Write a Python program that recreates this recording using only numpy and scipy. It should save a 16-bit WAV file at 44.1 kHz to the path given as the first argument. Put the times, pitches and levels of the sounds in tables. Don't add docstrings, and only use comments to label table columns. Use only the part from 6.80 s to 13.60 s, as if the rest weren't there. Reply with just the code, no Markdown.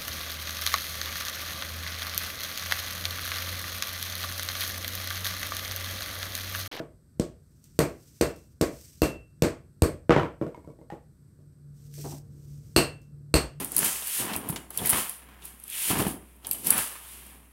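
import sys
import numpy as np
from scipy import signal
from scipy.fft import rfft, irfft, next_fast_len
from scipy.io import wavfile

SR = 44100
rng = np.random.default_rng(int(sys.argv[2]) if len(sys.argv) > 2 else 0)


def digitize_waveform(pressure):
    field = np.atleast_2d(pressure).T
    bounded = np.clip(field, -1, 1)
    quanta = np.round(bounded * 32767).astype(np.int16)
    wavfile.write(sys.argv[1], SR, quanta)


N = 299880
TIME = np.arange(N) / SR
AGE = np.arange(int(0.6 * SR)) / SR
ATTACK = AGE < 0.08

# frequency in Hz, relative level in dB per Hz.
CRACK_SPECTRUM = [(1200, -15), (2400, -3.5), (3400, -2), (4600, 0.5), (6800, -1.5), (8400, 2), (9900, -6.5),
                  (12000, 0), (15500, -11)]
# frequency in Hz, relative level in dB per Hz.
HISS_SPECTRUM = [(1470, -20), (2500, -16), (3520, -15.5), (5920, -5.5), (6900, -9.5), (8610, -5.5),
                 (9880, -17.5), (11500, -10.5), (15500, -14)]
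# frequency in Hz, relative level in dB per Hz.
THUD_SPECTRUM = [(65, -3), (110, -7.5), (150, -1), (210, -3.5), (310, 2), (480, -1), (660, -5.5),
                 (770, -19.5), (1200, -27.5)]


def from_db(db):
    return 10 ** (np.asarray(db) / 20)


def rms_one(x):
    return x / np.sqrt(np.mean(x ** 2) + 1e-20)


def hit_one(x):
    return x / np.sqrt(np.mean(x[ATTACK] ** 2) + 1e-20)


def at_hz(points, hz):
    known_hz, values = np.transpose(points)
    return np.interp(np.log(hz), np.log(known_hz), values)


def add(track, s, sound):
    start = max(0, round(s * SR))
    track[start:start + len(sound)] += sound[:max(0, N - start)]


def band(x, low_hz, high_hz, order=2):
    sos = signal.butter(order, [low_hz, min(high_hz, 0.45 * SR)], "band", fs=SR, output="sos")
    return signal.sosfilt(sos, x)


def colour(x, spectrum):
    size = 2 * next_fast_len(len(x))
    hz = np.maximum(np.arange(size // 2 + 1) * SR / size, 1)
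    octaves_below = np.maximum(np.log2(spectrum[0][0] / hz), 0)
    octaves_above = np.maximum(np.log2(hz / spectrum[-1][0]), 0)
    gain = from_db(at_hz(spectrum, hz) - 20 * (octaves_below + octaves_above))
    cepstrum = irfft(np.log(gain))
    cepstrum[1:size // 2] *= 2
    cepstrum[size // 2 + 1:] = 0
    return irfft(rfft(x, size) * np.exp(rfft(cepstrum)))[:len(x)]


def drift(rate):
    knots = rng.standard_normal(2000)
    return rms_one(np.interp(TIME * rate, np.arange(len(knots)), knots))


def fade(t60):
    return from_db(-60 * AGE / t60)


def mode(hz, t60):
    return np.sin(2 * np.pi * hz * AGE) * fade(t60)


def burst(t60):
    return rng.standard_normal(len(AGE)) * fade(t60)


def forge_tail(roof_s=0.012, early_db=-8):
    # frequency in Hz, t60 in seconds.
    roof_t60 = [(67, 0.42), (350, 0.31), (1700, 0.28), (5600, 0.24), (12700, .21)]
    edges = [30, 150, 800, 3500, 9000, 18000]
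    hz = np.arange(len(AGE) // 2 + 1) * SR / len(AGE)
    white = np.exp(2j * np.pi * rng.random(len(hz)))
    tail = np.zeros(len(AGE))
    for low, high in zip(edges, edges[1:]):
        slice_noise = irfft(white * (hz >= low) * (hz < high), len(AGE))
        tail += slice_noise * fade(at_hz(roof_t60, np.sqrt(low * high)))
    tail = tail * np.where(AGE < roof_s, from_db(early_db), 1)
    return tail / np.linalg.norm(tail)


def in_forge(x, wet_db):
    reflections = signal.fftconvolve(x, forge_tail())[:len(AGE)]
    return hit_one(hit_one(x) + from_db(wet_db) * hit_one(reflections))


def impact(force, spectrum, wet_db, echo_db):
    # delay in seconds, relative gain.
    near_echoes = [(.0063, 0.31), (0.0125, 0.4)]
    direct = force / np.linalg.norm(force)
    near = sum(gain * np.roll(direct, round(delay * SR)) for delay, gain in near_echoes)
    tail = from_db(wet_db) * forge_tail()
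    return hit_one(colour(direct + from_db(echo_db) * near + tail, spectrum))


def hammering():
    # start in seconds, force in dB, contact t60 in seconds, top of the crack in dB,
    # thump in Hz, thump level in dB, steel ring in dB, ring tilt to the treble in dB.
    blows = [(0.397, -8.5, 0.011, -6, 188, -28, -63, 8), (0.99, 1.5, 0.014, 0.5, 78, -36.5, -45.5, 3.5),
             (1.411, 0.1, 0.021, -2, 73, -40, -47, -0.5), (1.8112, -1, 0.024, -2, 76, -36, -61, 0),
             (2.219, 0, 0.0025, 1, 58, -31, -46.5, -8), (2.6219, 0.4, 0.0072, -4.5, 118, -30, -50.5, 1),
             (3.021, -0.6, 0.0093, 2, 84, -21.5, -46.5, 8.5), (5.963, 4, 0.017, 3, 60, -35, -29, -0.1),
             (6.541, 2.66, .0085, 1, 58, -25, -32.5, 2)]
    # frequency in Hz, relative level in dB per Hz.
    clank_spectrum = [(500, 9.5), (750, 13.5), (1100, 15), (1600, 12), (2500, 9), (3300, -24), (5000, -7.5),
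                      (8000, -50)]
    out = np.zeros(N)
    for s, force_db, contact_s, top_db, thump_hz, thump_db, ring_db, tilt_db in blows:
        second = s > 5.2
        snap_db = 3.5 + 0.2 * tilt_db - 4 * second

        crack_db = -35 + 1.1 * force_db
        clank_db = -36 + 2 * force_db
        thud_db = -22.5 + force_db - 2 * second

        force = burst(contact_s) * np.clip(8 * AGE / contact_s, 0, 1)
        spectrum = [(hz, db + top_db * (hz > 9500)) for hz, db in CRACK_SPECTRUM]
        crack = from_db(crack_db) * impact(force, spectrum, wet_db=-snap_db, echo_db=-13)
        clank = from_db(clank_db) * impact(burst(t60=0.0046), clank_spectrum, wet_db=6, echo_db=-10)

        cluster_db = [ring_db - tilt_db, ring_db + 2.5, ring_db + tilt_db]
        ring = steel_ring(cluster_db, clang_db=2 + 1.6 * tilt_db, snap_db=snap_db)
        wood = from_db(thud_db) * log_thud() + from_db(thump_db) * ground_thump(thump_hz)
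        add(out, s, crack + clank + ring + wood)
    return out


def steel_ring(levels_db, clang_db, snap_db, spread_db=-0.84):
    # frequency in Hz, relative level in dB, t60 in seconds.
    steel_modes = [(2688, -6, 0.36), (2766, -10, 0.25), (2964, -18.5, 0.17), (4160, -2, .18),
                   (4360, 4, 0.12), (4313, -5.5, 0.18), (4745, -6.5, 0.21), (8075, -22.5, 0.12),
                   (9000, -13, 0.076), (8470, 1, 0.14), (9107, -16.5, .2)]
    splits_hz = [3500, 6000]
    # frequency in Hz, bandwidth in Hz.
    clang_modes = [(2760, 140), (4420, 240), (8420, 420)]
    clusters = np.zeros((3, len(AGE)))
    for hz, db, t60 in steel_modes:
        varied_db = db + spread_db * rng.standard_normal()
        clusters[np.searchsorted(splits_hz, hz)] += from_db(varied_db) * mode(hz, t60)
    out = np.zeros(len(AGE))
    for db, cluster, (hz, width_hz) in zip(levels_db, clusters, clang_modes):
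        clang_t60 = np.log(1000) / (np.pi * width_hz)
        clang = in_forge(mode(hz, clang_t60), wet_db=2.5 - snap_db)
        free_ring = in_forge(cluster, wet_db=-10)
        out += from_db(db) * hit_one(free_ring + from_db(clang_db) * clang)
    return out


def log_thud(ring_db=-6, ring_t60=0.25, spread_db=0.5, swell_s=0.0047):
    # frequency in Hz, relative level in dB.
    log_modes = [(149, 5), (226, -3.5), (262, -0.5), (318, 5.5), (342, 2.5), (378, -4.5), (409, -33.5),
                 (456, 2.5), (474, 5), (521, -16), (556, -9.5), (591, 0.5), (612, -17), (665, 2.5),
                 (799, -39), (816, -25), (939, -13), (1105, -5.5), (1128, -18.5), (1147, -12.5),
                 (1346, -42.5), (1370, -21)]
    push = impact(np.where(AGE == 0, -1, 0), THUD_SPECTRUM, wet_db=-4, echo_db=2)
    rings = np.zeros(len(AGE))
    for hz, db in log_modes:
        varied_db = db + spread_db * rng.standard_normal()
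        rings += from_db(varied_db) * rng.choice([-1, 1]) * mode(hz, ring_t60)
    swelling_rings = rings * (1 - np.exp(-AGE / swell_s))
    return hit_one(push + from_db(ring_db) * hit_one(swelling_rings))


def ground_thump(hz, cycles=4.7):
    bounce = band(mode(hz, cycles / hz), 42, 490)
    return in_forge(band(bounce, 36, 970), wet_db=-15.5)


def tool_clatter(count=5, touch_hz=900, touch_spread=0.15, tool_db=-15):
    # start in seconds, log thud in dB, tool level in dB, tool note in Hz.
    tool_knocks = [(.001, -40, -47, 647), (3.295, -19.5, -34.5, 669), (3.307, -25, -29.5, 1246),
                   (3.3635, -24.5, -33.5, 944), (3.384, -36, -39.5, 810), (3.397, -35, -40, 1330),
                   (3.433, -37.5, -42, 1014), (3.614, -31.5, -46.5, 597), (3.623, -40, -53, 1023),
                   (3.666, -40.5, -50, 630), (3.746, -65, -53, 964), (3.846, -66, -66, 966),
                   (3.875, -49, -63, 595), (3.989, -57, -72.5, 840), (4.102, -70, -47.5, 813),
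                   (4.123, -44.5, -55, 859), (4.589, -68, -80, 593)]
    out = np.zeros(N)
    for s, *contact in tool_knocks:
        add(out, s, knock(*contact))

    settle_start_s, settle_length_s = 3.64, 0.52
    settle_db, settle_db_per_s = -52, -8.5
    for k, (late, pitch) in enumerate(rng.random((count, 2))):
        age = settle_length_s * (k + late) / count
        db = settle_db + settle_db_per_s * age
        note_hz = touch_hz * (1 + touch_spread * (2 * pitch - 1))
        add(out, settle_start_s + age, knock(db, db + tool_db, note_hz))
    return out


def knock(thud_db, tool_db, note_hz, note_t60=0.055, overtone=2.25, overtone_db=-13):
    # frequency in Hz, relative level in dB per Hz.
    clack_spectrum = [(200, -9), (400, -1.5), (850, 3), (1400, 1.5), (2200, -6), (2900, -11), (4000, -17),
                      (8000, -30.5)]
    firmness_db = tool_db + 36
    clack_db = -36.5 + 1.71 * firmness_db
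    tick_db = -65 + 0.53 * firmness_db
    clack = from_db(clack_db) * impact(rattle(t60=0.075), clack_spectrum, wet_db=3, echo_db=0.5)
    tick = from_db(tick_db) * impact(burst(t60=0.02), CRACK_SPECTRUM, wet_db=2.5, echo_db=-11.5)
    upper = from_db(overtone_db) * mode(overtone * note_hz, note_t60)
    note = in_forge(mode(note_hz, note_t60) + upper, wet_db=-7.5)
    thud = log_thud() + from_db(-8.5) * ground_thump(hz=155)
    return from_db(thud_db) * thud + clack + tick + from_db(tool_db) * note


def rattle(t60, per_s=220, first=2.3):
    chatter = (rng.random(len(AGE)) < per_s / SR) * burst(t60)
    return chatter + first * (AGE == 0)


def scrapes(swell_s=0.039, t60=0.09, note_db=-3):
    # start in seconds, level in dB, note in Hz.
    rubs = [(5.173, -52, 417), (5.24, -40.5, 790), (5.314, -46, 705)]
    out = np.zeros(N)
    for s, db, hz in rubs:
        friction = burst(t60) * np.clip(AGE / swell_s, 0, 1)
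        note = hit_one(band(friction, 0.61 * hz, 0.99 * hz))
        rub = hit_one(colour(friction, THUD_SPECTRUM))
        add(out, s, from_db(db) * in_forge(rub + from_db(note_db) * note, wet_db=-8))
    return out


def flakes():
    # start in seconds, level in dB.
    snaps = [(0.841, -63), (1.561, -64.5), (5.113, -71), (5.139, -57.5), (5.756, -78), (6.216, -74)]
    out = np.zeros(N)
    for s, db in snaps:
        add(out, s, from_db(db) * impact(burst(t60=0.032), HISS_SPECTRUM, wet_db=-1, echo_db=-5))
    return out


def sizzle(spits_per_s=500, spit_db=-6, flutter_db=1.55):
    # start in seconds, length in seconds, level in dB.
    spells = [(0.587, 0.47, -72.5), (0.845, 0.95, -62.5), (1.78, 0.47, -55.5), (4.92, 0.2, -64.5),
              (5.089, .31, -46.5), (5.38, 0.8, -66.5)]
    steepness, smoothing_s, rest_db = 1.2, 0.02, -88.5
    level = np.full(N, from_db(rest_db))
    for s, length_s, db in spells:
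        progress = np.clip((TIME - s) / length_s, 0, 1)
        level += from_db(db) * np.abs(np.sin(np.pi * progress)) ** steepness
    keep = np.exp(-1 / (smoothing_s * SR))
    level = signal.lfilter([1 - keep], [1, -keep], level)
    spits = (rng.random(N) < spits_per_s / SR) * rng.standard_normal(N)
    hiss = rng.standard_normal(N) + from_db(spit_db) * rms_one(spits)
    flutter = from_db(flutter_db * drift(60))
    return level * flutter * rms_one(colour(hiss, HISS_SPECTRUM))


def blower(waver=0.21, throb_db=4.5):
    # frequency in Hz, relative level in dB.
    motor_tones = [(107.7, -12), (144.5, 1), (344.5, -27), (457.6, -26.5)]
    # frequency in Hz, relative level in dB per Hz.
    rumble_spectrum = [(25, -29), (45, -6), (68, 2), (110, -1), (145, 1.5), (200, -6.5), (300, -13),
                       (450, -22.5), (600, -28), (800, -40.5), (1200, -39)]
    idle_db, peak_db, peak_s = -69, -42, 5.47
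    run_up_db_per_s, coast_db_per_s = 16, 7
    draught_db, rush_db = -56.5, -8

    run_up_db = run_up_db_per_s * (peak_s - TIME)
    coast_db = coast_db_per_s * (TIME - peak_s)
    below_peak_db = np.maximum(run_up_db, coast_db)
    effort = np.hypot(from_db(idle_db), from_db(peak_db - below_peak_db))

    hum = np.zeros(N)
    for hz, db in motor_tones:
        throb = from_db(db + throb_db * drift(9))
        hum += throb * np.sin(2 * np.pi * hz * TIME + waver * drift(3.1))
    rumble = colour(rng.standard_normal(N), rumble_spectrum)
    rumble_level = np.hypot(from_db(draught_db), from_db(rush_db) * effort)
    return effort * rms_one(hum) + rumble_level * rms_one(rumble)


def background_air(level_db=-75.5, flutter_db=0.67):
    # frequency in Hz, relative level in dB per Hz.
    air_spectrum = [(700, -11.5), (1000, -9), (1450, -2.5), (2000, -11), (3000, -20.5), (4500, -9.5),
                    (7000, -15.5), (8200, -0.5), (9600, -16), (11500, -9), (15500, -20)]
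    noise = rms_one(colour(rng.standard_normal(N), air_spectrum))
    return from_db(level_db + flutter_db * drift(9.8)) * noise


def scene():
    work = hammering() + tool_clatter() + scrapes() + flakes() + sizzle()
    return (work + blower() + background_air())[None]


def record(dry, top=0.62, cutoff_hz=15600):
    rounded = top * np.tanh(dry / top)
    return signal.sosfilt(signal.ellip(10, 0.2, 70, cutoff_hz, fs=SR, output="sos"), rounded)


dry = scene()
out = record(dry)
digitize_waveform(out)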